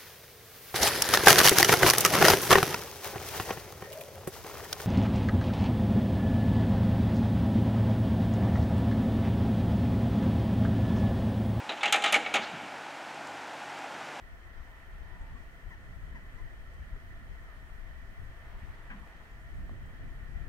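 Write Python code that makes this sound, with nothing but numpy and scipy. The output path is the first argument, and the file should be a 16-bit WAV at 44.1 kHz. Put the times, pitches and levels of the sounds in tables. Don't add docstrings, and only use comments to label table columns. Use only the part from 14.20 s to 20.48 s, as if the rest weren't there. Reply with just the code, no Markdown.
import sys
import numpy as np
from scipy import signal
from scipy.io import wavfile
from scipy.ndimage import uniform_filter1d

SR = 44100
rng = np.random.default_rng(int(sys.argv[2]) if len(sys.argv) > 2 else 0)


def generate_wav(signal):
    frames = np.transpose(np.atleast_2d(signal))
    scaled = np.clip(frames, -1, 1) * 32767
    pcm = np.round(scaled).astype(np.int16)
    wavfile.write(sys.argv[1], SR, pcm)


N = 276948
TIME = np.arange(N) / SR
SIDES = np.array([[1], [-1]])

# (frequency [Hz], relative level [dB])
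AIR_TONE = [(20, 12.5), (100, 6), (200, 4.5), (320, 2), (420, 0.5), (600, -0.5), (800, -2.5), (1050, 1.5),
            (1600, 1.5), (2100, -9.5), (2700, -9.5), (3800, -18), (6000, -25), (12000, -36)]
# (frequency [Hz], likeness [1 same, 0 unrelated, -1 opposite])
AIR_LIKENESS = [(50, 0.54), (300, 1), (650, 0.57), (1050, 0.27), (1400, 0.1), (2500, 0.15), (4500, -0.24),
                (9000, 0)]
# (frequency [Hz], relative level [dB])
HISS_TONE = [(100, 2.3), (2000, 3.7), (4000, 6.1), (6300, 4.1), (10000, 1.4), (15500, 0.54)]
# (pitch [Hz], width [Hz], level [dB], pan [dB], left lead [radians])
BODY_NOTES = [(672, 81, -70, -2, 0.22), (1235, 77, -78.5, -1.5, 2.5), (1365, 92, -74, -2.5, 1.4),
              (1459, 70, -72.5, -3, 2), (1545, 80, -73, -1, -2.7), (1689, 124, -71.5, -4, -1.5),
              (1800, 100, -67, -4.5, -0.16), (1930, 113, -65, -7, 1.87), (2057, 120, -67, 4, 3),
              (2295, 80, -80.5, -3, 0.6), (2402, 66, -76.5, 0, 2), (2460, 50, -84, 1, 3),
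              (2625, 50, -82.5, 3.5, 2), (2950, 80, -84, -1, 1), (3110, 86, -80.5, 2, 0.5),
              (3195, 110, -80, 4, 2.5), (3310, 100, -82.5, 1.5, 3), (3400, 150, -82, 1.5, 3.5)]
# (time [s], pitch [Hz], level [dB], fade [s])
TAP_RINGS = [(2.761, 406, -51.5, 0.066), (2.761, 1270, -55, 0.05), (5.4945, 664, -40.5, 0.019),
             (5.4945, 1070, -40, 0.0098), (5.4945, 2400, -57, .005), (5.512, 235, -46, 0.13)]
# (time [s], pitch [Hz], width [Hz], level [dB], fade [s])
TICKS = [(1.013, 7300, 2500, -68, .035), (3.338, 3900, 800, -72, 0.026), (3.423, 13000, 4000, -72, .012),
         (5.111, 7000, 1800, -71, .03), (5.659, 7800, 2200, -68, 0.03)]
# (time [s], level [dB], pan [dB])
BREEZE = [(0.0, -50, 4.5), (0.6, -51.5, 2.5), (1.35, -51.3, 2), (1.6, -50, 0), (1.85, -46, 0),
          (2.4, -48.5, -0.5), (3.0, -47, 1), (3.45, -48, 6), (4.3, -48, 2), (4.65, -48, 3),
          (5.08, -52, 3.5), (5.3, -44, 2.5), (5.85, -44.5, 0), (6.28, -44.5, 10.5)]
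# (start [s], length [s], level [dB], pan [dB])
GUSTS = [(0.27, 0.22, -49.5, 16), (0.654, 0.22, -45.5, 3), (0.74, 0.35, -49, 13), (0.958, 0.23, -48, -9),
         (1.068, 0.19, -49, 12.5), (1.397, 0.17, -45, 12.5), (1.66, 0.39, -47.5, 11.5),
         (2.083, 0.3, -46.5, 12.5), (2.374, 0.16, -49, 12), (2.51, 0.13, -50, 10), (2.684, 0.12, -44, 7),
         (3.022, 0.21, -50.5, 14), (3.495, 0.26, -47.5, 13), (3.757, 0.15, -45.5, 8),
         (3.958, 0.15, -45.5, 7), (4.252, 0.17, -51, 9), (4.387, 0.16, -50.5, 14), (5.3, 0.27, -44.5, -4),
         (5.717, 0.27, -48.5, 11), (6.04, 0.29, -47, 13)]
# (frequency [Hz], relative level [dB])
RUMBLE_TONE = [(14, -4.5), (24, 0.5), (36, 0), (50, -4), (75, -10), (105, -20.5), (160, -29.5), (300, -50)]
# (frequency [Hz], relative level [dB])
FLUTTER_TONE = [(20, -9), (50, 3.5), (85, 4.5), (120, 3), (170, -3), (240, -9), (310, -12), (420, -23.5),
                (1000, -48)]
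# (time [s], relative level [dB], pan [dB])
FLUTTER_SHARE = [(0.0, -9, -4), (0.7, -16.5, 1), (0.95, -8, 0), (1.5, -8, -5.5), (1.9, -6.5, -6),
                 (2.2, -8.5, -5), (2.47, -16, -5), (2.75, -10, -5), (3.13, -11, -15), (3.38, -15.5, -9),
                 (3.88, -14, -5), (4.06, -5.5, -3), (4.22, -12, 1), (4.5, -11, -3), (5.2, -9.5, -6),
                 (5.48, -5, -9), (5.8, -4.5, -2), (6.28, -8.5, -3)]
# (peak time [s], rise [s], fall [s], level [dB])
WASHES = [(0.5, .6, 0.62, -65.5), (0.98, 0.76, 0.51, -65.7), (4.45, 0.58, 0.53, -61.3),
          (4.84, 0.45, 0.38, -61)]
# (frequency [Hz], relative level [dB])
WASH_TONE = [(250, -3.5), (600, 0), (950, 5), (1400, -4), (2000, 0), (2700, -9), (4200, -21), (7000, -30),
             (12000, -42)]
# (pitch [Hz], relative level [dB])
DROPLET_TONE = [(850, 0), (1400, -1.5), (2400, 1), (3200, -7.5), (5000, -11)]
# (time [s], starting pitch [Hz], level [dB], fade [s])
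GULPS = [(1.145, 244, -46.5, 0.14), (2.029, 216, -48, 0.067), (4.71, 200, -38, 0.085),
         (4.746, 182, -41.5, 0.091), (4.812, 205, -48, 0.094)]
# (pitch [Hz], width [Hz], level [dB], rise [s], fade [s])
SLAP_BANDS = [(177, 110, -51.5, 0.009, 0.94), (1040, 350, -53.5, 0.0037, 0.16),
              (1580, 620, -46, 0.0027, 0.15), (2480, 460, -55, .0012, 0.1), (3250, 500, -66, .004, 0.1)]
# (time [s], length [s], first pitch [Hz], last pitch [Hz], level before the throat [dB],
# overtone boost [dB], roughness [0-1], direction [0 ahead, 1 left])
YELPS = [(0.922, 0.09, 967, 992, -61, -18, .3, 0.82), (1.0, 0.125, 928, 875, -60.5, -19, 0.35, 0.72),
         (1.155, 0.028, 1080, 1180, -59.5, -14, 0.1, 0.94), (1.504, 0.052, 1130, 816, -60.5, 0.5, .6, 0.89),
         (1.946, 0.056, 1131, 740, -58.5, -2.5, 0.55, 1), (2.178, 0.042, 1002, 1024, -64, -3.5, .3, -.1),
         (3.277, 0.046, 1347, 1187, -59, -14, 0.1, .4), (3.49, 0.046, 1420, 1300, -64, -10, .15, .4)]
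# (frequency [Hz], gain [dB])
THROAT = [(800, -5.5), (1050, 1.5), (1400, -4.5), (1850, 10.5), (2200, 0), (2800, -11), (3700, -28),
          (5000, -24), (6400, -19.5), (7500, -27)]

LEFT_DB, LEFT_LEAD_S = 2.5, 0.00019


def from_db(db):
    return 10 ** (np.asarray(db) / 20)


def unit_power(x):
    return x / np.sqrt(np.mean(np.abs(x) ** 2) + 1e-20)


def over_time(rows):
    times, *columns = np.transpose(rows)
    return [np.interp(TIME, times, column) for column in columns]


def at_hz(points, hz):
    frequencies, values = np.transpose(points)
    return np.interp(np.log(hz), np.log(frequencies), values)


def drift(rate_hz):
    step, warm_up = 40, 2000
    pole = np.exp(-2 * np.pi * step * rate_hz / SR)
    noise = rng.standard_normal(N // step + warm_up + 2)
    slow = signal.lfilter([1], [1, -2 * pole, pole * pole], noise)[warm_up:]
    return np.interp(np.arange(N) / step, np.arange(len(slow)), unit_power(slow))


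def shaped_noise(tone, likeness, flicker_db):
    out, edges = 0, 12 * 2 ** np.arange(0, 11, 0.5)
    white = rng.standard_normal((2, 2, N))
    for k, (low, high) in enumerate(zip(edges, edges[1:])):
        if low > tone[-1][0]:
            break
        band = signal.butter(2, [low, high], "band", fs=SR, output="sos")
        shared, opposite = signal.sosfilt(band, white[k % 2])
        hz = np.sqrt(low * high)
        alike = likeness if np.isscalar(likeness) else at_hz(likeness, hz)
        gain = from_db(at_hz(tone, hz) + flicker_db * drift(9.5))
        out = out + gain * (np.sqrt(1 + alike) * shared + np.sqrt(1 - alike) * opposite * SIDES)
    return unit_power(out)


def ringing_noise(hz, width):
    pole = np.exp((2j * hz - width) * np.pi / SR)
    ringing = signal.lfilter([1], [1, -2 * pole, pole ** 2], rng.standard_normal(N))
    return np.sqrt(2) * unit_power(ringing)


def to_stereo(x, pan_db, lead):
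    half = from_db(pan_db / 2) * np.exp(0.5j * lead)
    return np.real([x * half, x / half])


def burst(start, rise, fade, hold=0):
    age = np.maximum(TIME - start, 0)
    return (1 - np.exp(-age / rise)) * from_db(-60 * np.clip((age - hold) / fade, 0, 10))


def hump(start, rise, fall):
    return np.sin(np.pi / 2 * np.interp(TIME - start, [0, rise, rise + fall], [0, 1, 0]))


def evened(x, seconds=0.12):
    return x / np.sqrt(uniform_filter1d(x ** 2, int(seconds * SR), axis=-1) + 1e-6)


def open_air():
    return from_db(-58.5 + 0.3 * drift(1)) * shaped_noise(AIR_TONE, AIR_LIKENESS, flicker_db=0.54)


def microphone_hiss():
    return from_db(-72.5) * shaped_noise(HISS_TONE, likeness=0, flicker_db=1.0)


def camera():
    whine_hz, pulses_per_s = 14794, 25
    effort = from_db(0.5 * drift(7.4))
    whirr = sum(from_db(db) * to_stereo(ringing_noise(hz, width), pan_db, lead)
                for hz, width, db, pan_db, lead in BODY_NOTES)
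    pulse = unit_power(np.cos(np.pi * pulses_per_s * TIME) ** 3)
    whine = from_db(-94.5) * np.sqrt(2) * pulse * np.exp(2j * np.pi * whine_hz * TIME)
    return effort * whirr + to_stereo(whine, pan_db=3.0, lead=-1.4)


def taps():
    rings = sum(from_db(db) * burst(start, 0.00024, fade) * np.exp(2j * np.pi * hz * (TIME - start))
                for start, hz, db, fade in TAP_RINGS)
    return to_stereo(rings, pan_db=-2.0, lead=0.72)


def ticks():
    clicks = sum(from_db(db) * burst(start, 0.0011, fade) * ringing_noise(hz, width)
                 for start, hz, width, db, fade in TICKS)
    return to_stereo(clicks, pan_db=-0.5, lead=0.64)


def wind_strength_db():
    breeze_db, breeze_pan_db = over_time(BREEZE)
    power = from_db(breeze_db + SIDES * breeze_pan_db / 2) ** 2
    for start, length, db, pan_db in GUSTS:
        gust = from_db(db + SIDES * pan_db / 2) * hump(start, length / 2, length / 2)
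        power = power + gust ** 2
    return 10 * np.log10(power)


def wind():
    strength_db = wind_strength_db()
    share_db, pan_db = over_time(FLUTTER_SHARE)
    rumble_db = strength_db + 0.72
    flutter_db = strength_db - 1.06 + share_db + SIDES * pan_db / 2
    rumble = evened(shaped_noise(RUMBLE_TONE, likeness=0.45, flicker_db=2.0))
    flutter = evened(shaped_noise(FLUTTER_TONE, likeness=0.17, flicker_db=2.5))
    shoves = from_db(1.67 * drift(14))
    return shoves * (rumble * from_db(rumble_db) + flutter * from_db(flutter_db))


def droplets(per_s=450, ring_cycles=11.3, spread_db=1.5, pitch_count=24):
    sizes = from_db(spread_db * np.minimum(rng.exponential(1, N), 4)) * rng.choice([-1, 1], N)
    clicks = sizes * (rng.random(N) < per_s / SR)
    pitch_choice = rng.integers(0, pitch_count, N)
    out = 0
    for k, hz in enumerate(np.geomspace(DROPLET_TONE[0][0], DROPLET_TONE[-1][0], pitch_count)):
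        pole = from_db(-60 * hz / (ring_cycles * SR)) * np.exp(2j * np.pi * hz / SR)
        ring = signal.lfilter([1j], [1, -pole], clicks * (pitch_choice == k) + 1e-18)
        out = out + from_db(at_hz(DROPLET_TONE, hz)) * to_stereo(ring, rng.normal(0, 5), lead=0)
    return unit_power(out)


def ripples(pan_db=-0.5):
    power = sum((from_db(db) * hump(peak - rise, rise, fall) ** 2) ** 2
                for peak, rise, fall, db in WASHES)
    water = shaped_noise(WASH_TONE, AIR_LIKENESS, flicker_db=2.5) + from_db(-4) * droplets()
    return np.sqrt(power) * water * from_db(SIDES * pan_db / 2)


def gulps(rise_s=0.0041, glide_per_s=1.4):
    out = 0
    for start, hz, db, fade in GULPS:
        age = np.maximum(TIME - start, 0)
        cycles = hz * age * (1 + glide_per_s * age / 2)
        out = out + from_db(db) * burst(start, rise_s, fade) * np.exp(2j * np.pi * cycles)
    return to_stereo(out, pan_db=-1.0, lead=0.2)


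def slap(start_s=4.701, breaking_s=0.017):
    out = 0
    for hz, width, db, rise, fade in SLAP_BANDS:
        splash = to_stereo(ringing_noise(hz, width), LEFT_DB, lead=2 * np.pi * hz * LEFT_LEAD_S)
        out = out + from_db(db) * burst(start_s, rise, fade, hold=breaking_s) * splash
    return out


def across_water(x, count=16, echo_db=-11, fade_s=0.35):
    echoes = np.zeros((2, N))
    for k, delay in enumerate(rng.uniform(0.0073, 0.1, 2 * count)):
        side, lag = k % 2, int(delay * SR)
        flip = (-1) ** (k // 2)
        echoes[side, lag:] += from_db(-60 * delay / fade_s) * flip * x[side, :N - lag]
    return x + from_db(echo_db) * x.std() * unit_power(echoes)


def coots():
    out = np.zeros((2, N))
    waver, rasp_db = 0.035 * drift(240), 1.5 * drift(300)
    for start, length, first_hz, last_hz, db, overtone_db, rough, left in YELPS:
        progress = np.linspace(0, 1, int(length * SR))
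        span = slice(int(start * SR), int(start * SR) + len(progress))
        slide = first_hz * (last_hz / first_hz) ** (progress ** 0.75)
        pitch = slide * (1 + rough * waver[span])
        phase = 2 * np.pi * np.cumsum(pitch) / SR
        opening = np.sin(np.pi / 2 * np.interp(progress, [0, 0.18, 1], [0, 1, 0]))
        swell = from_db(db) * unit_power(from_db(rough * rasp_db[span])) * np.sqrt(2 * opening)
        for k in range(1, 8):
            gain = from_db(at_hz(THROAT, k * pitch) + overtone_db * (k > 1))
            harmonic = swell * gain * np.exp(1j * k * phase)
            lead = 2 * np.pi * k * pitch * left * LEFT_LEAD_S
            out[:, span] += to_stereo(harmonic, left * LEFT_DB, lead)
    return out


def scene():
    background = wind() + open_air() + microphone_hiss() + ripples() + camera()
    return background + across_water(coots()) + slap() + gulps() + ticks() + taps()


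def record(dry):
    cutoff_hz = 15800
    return signal.sosfilt(signal.ellip(12, 0.1, 70, cutoff_hz, fs=SR, output="sos"), dry)


dry = scene()
out = record(dry)
generate_wav(out)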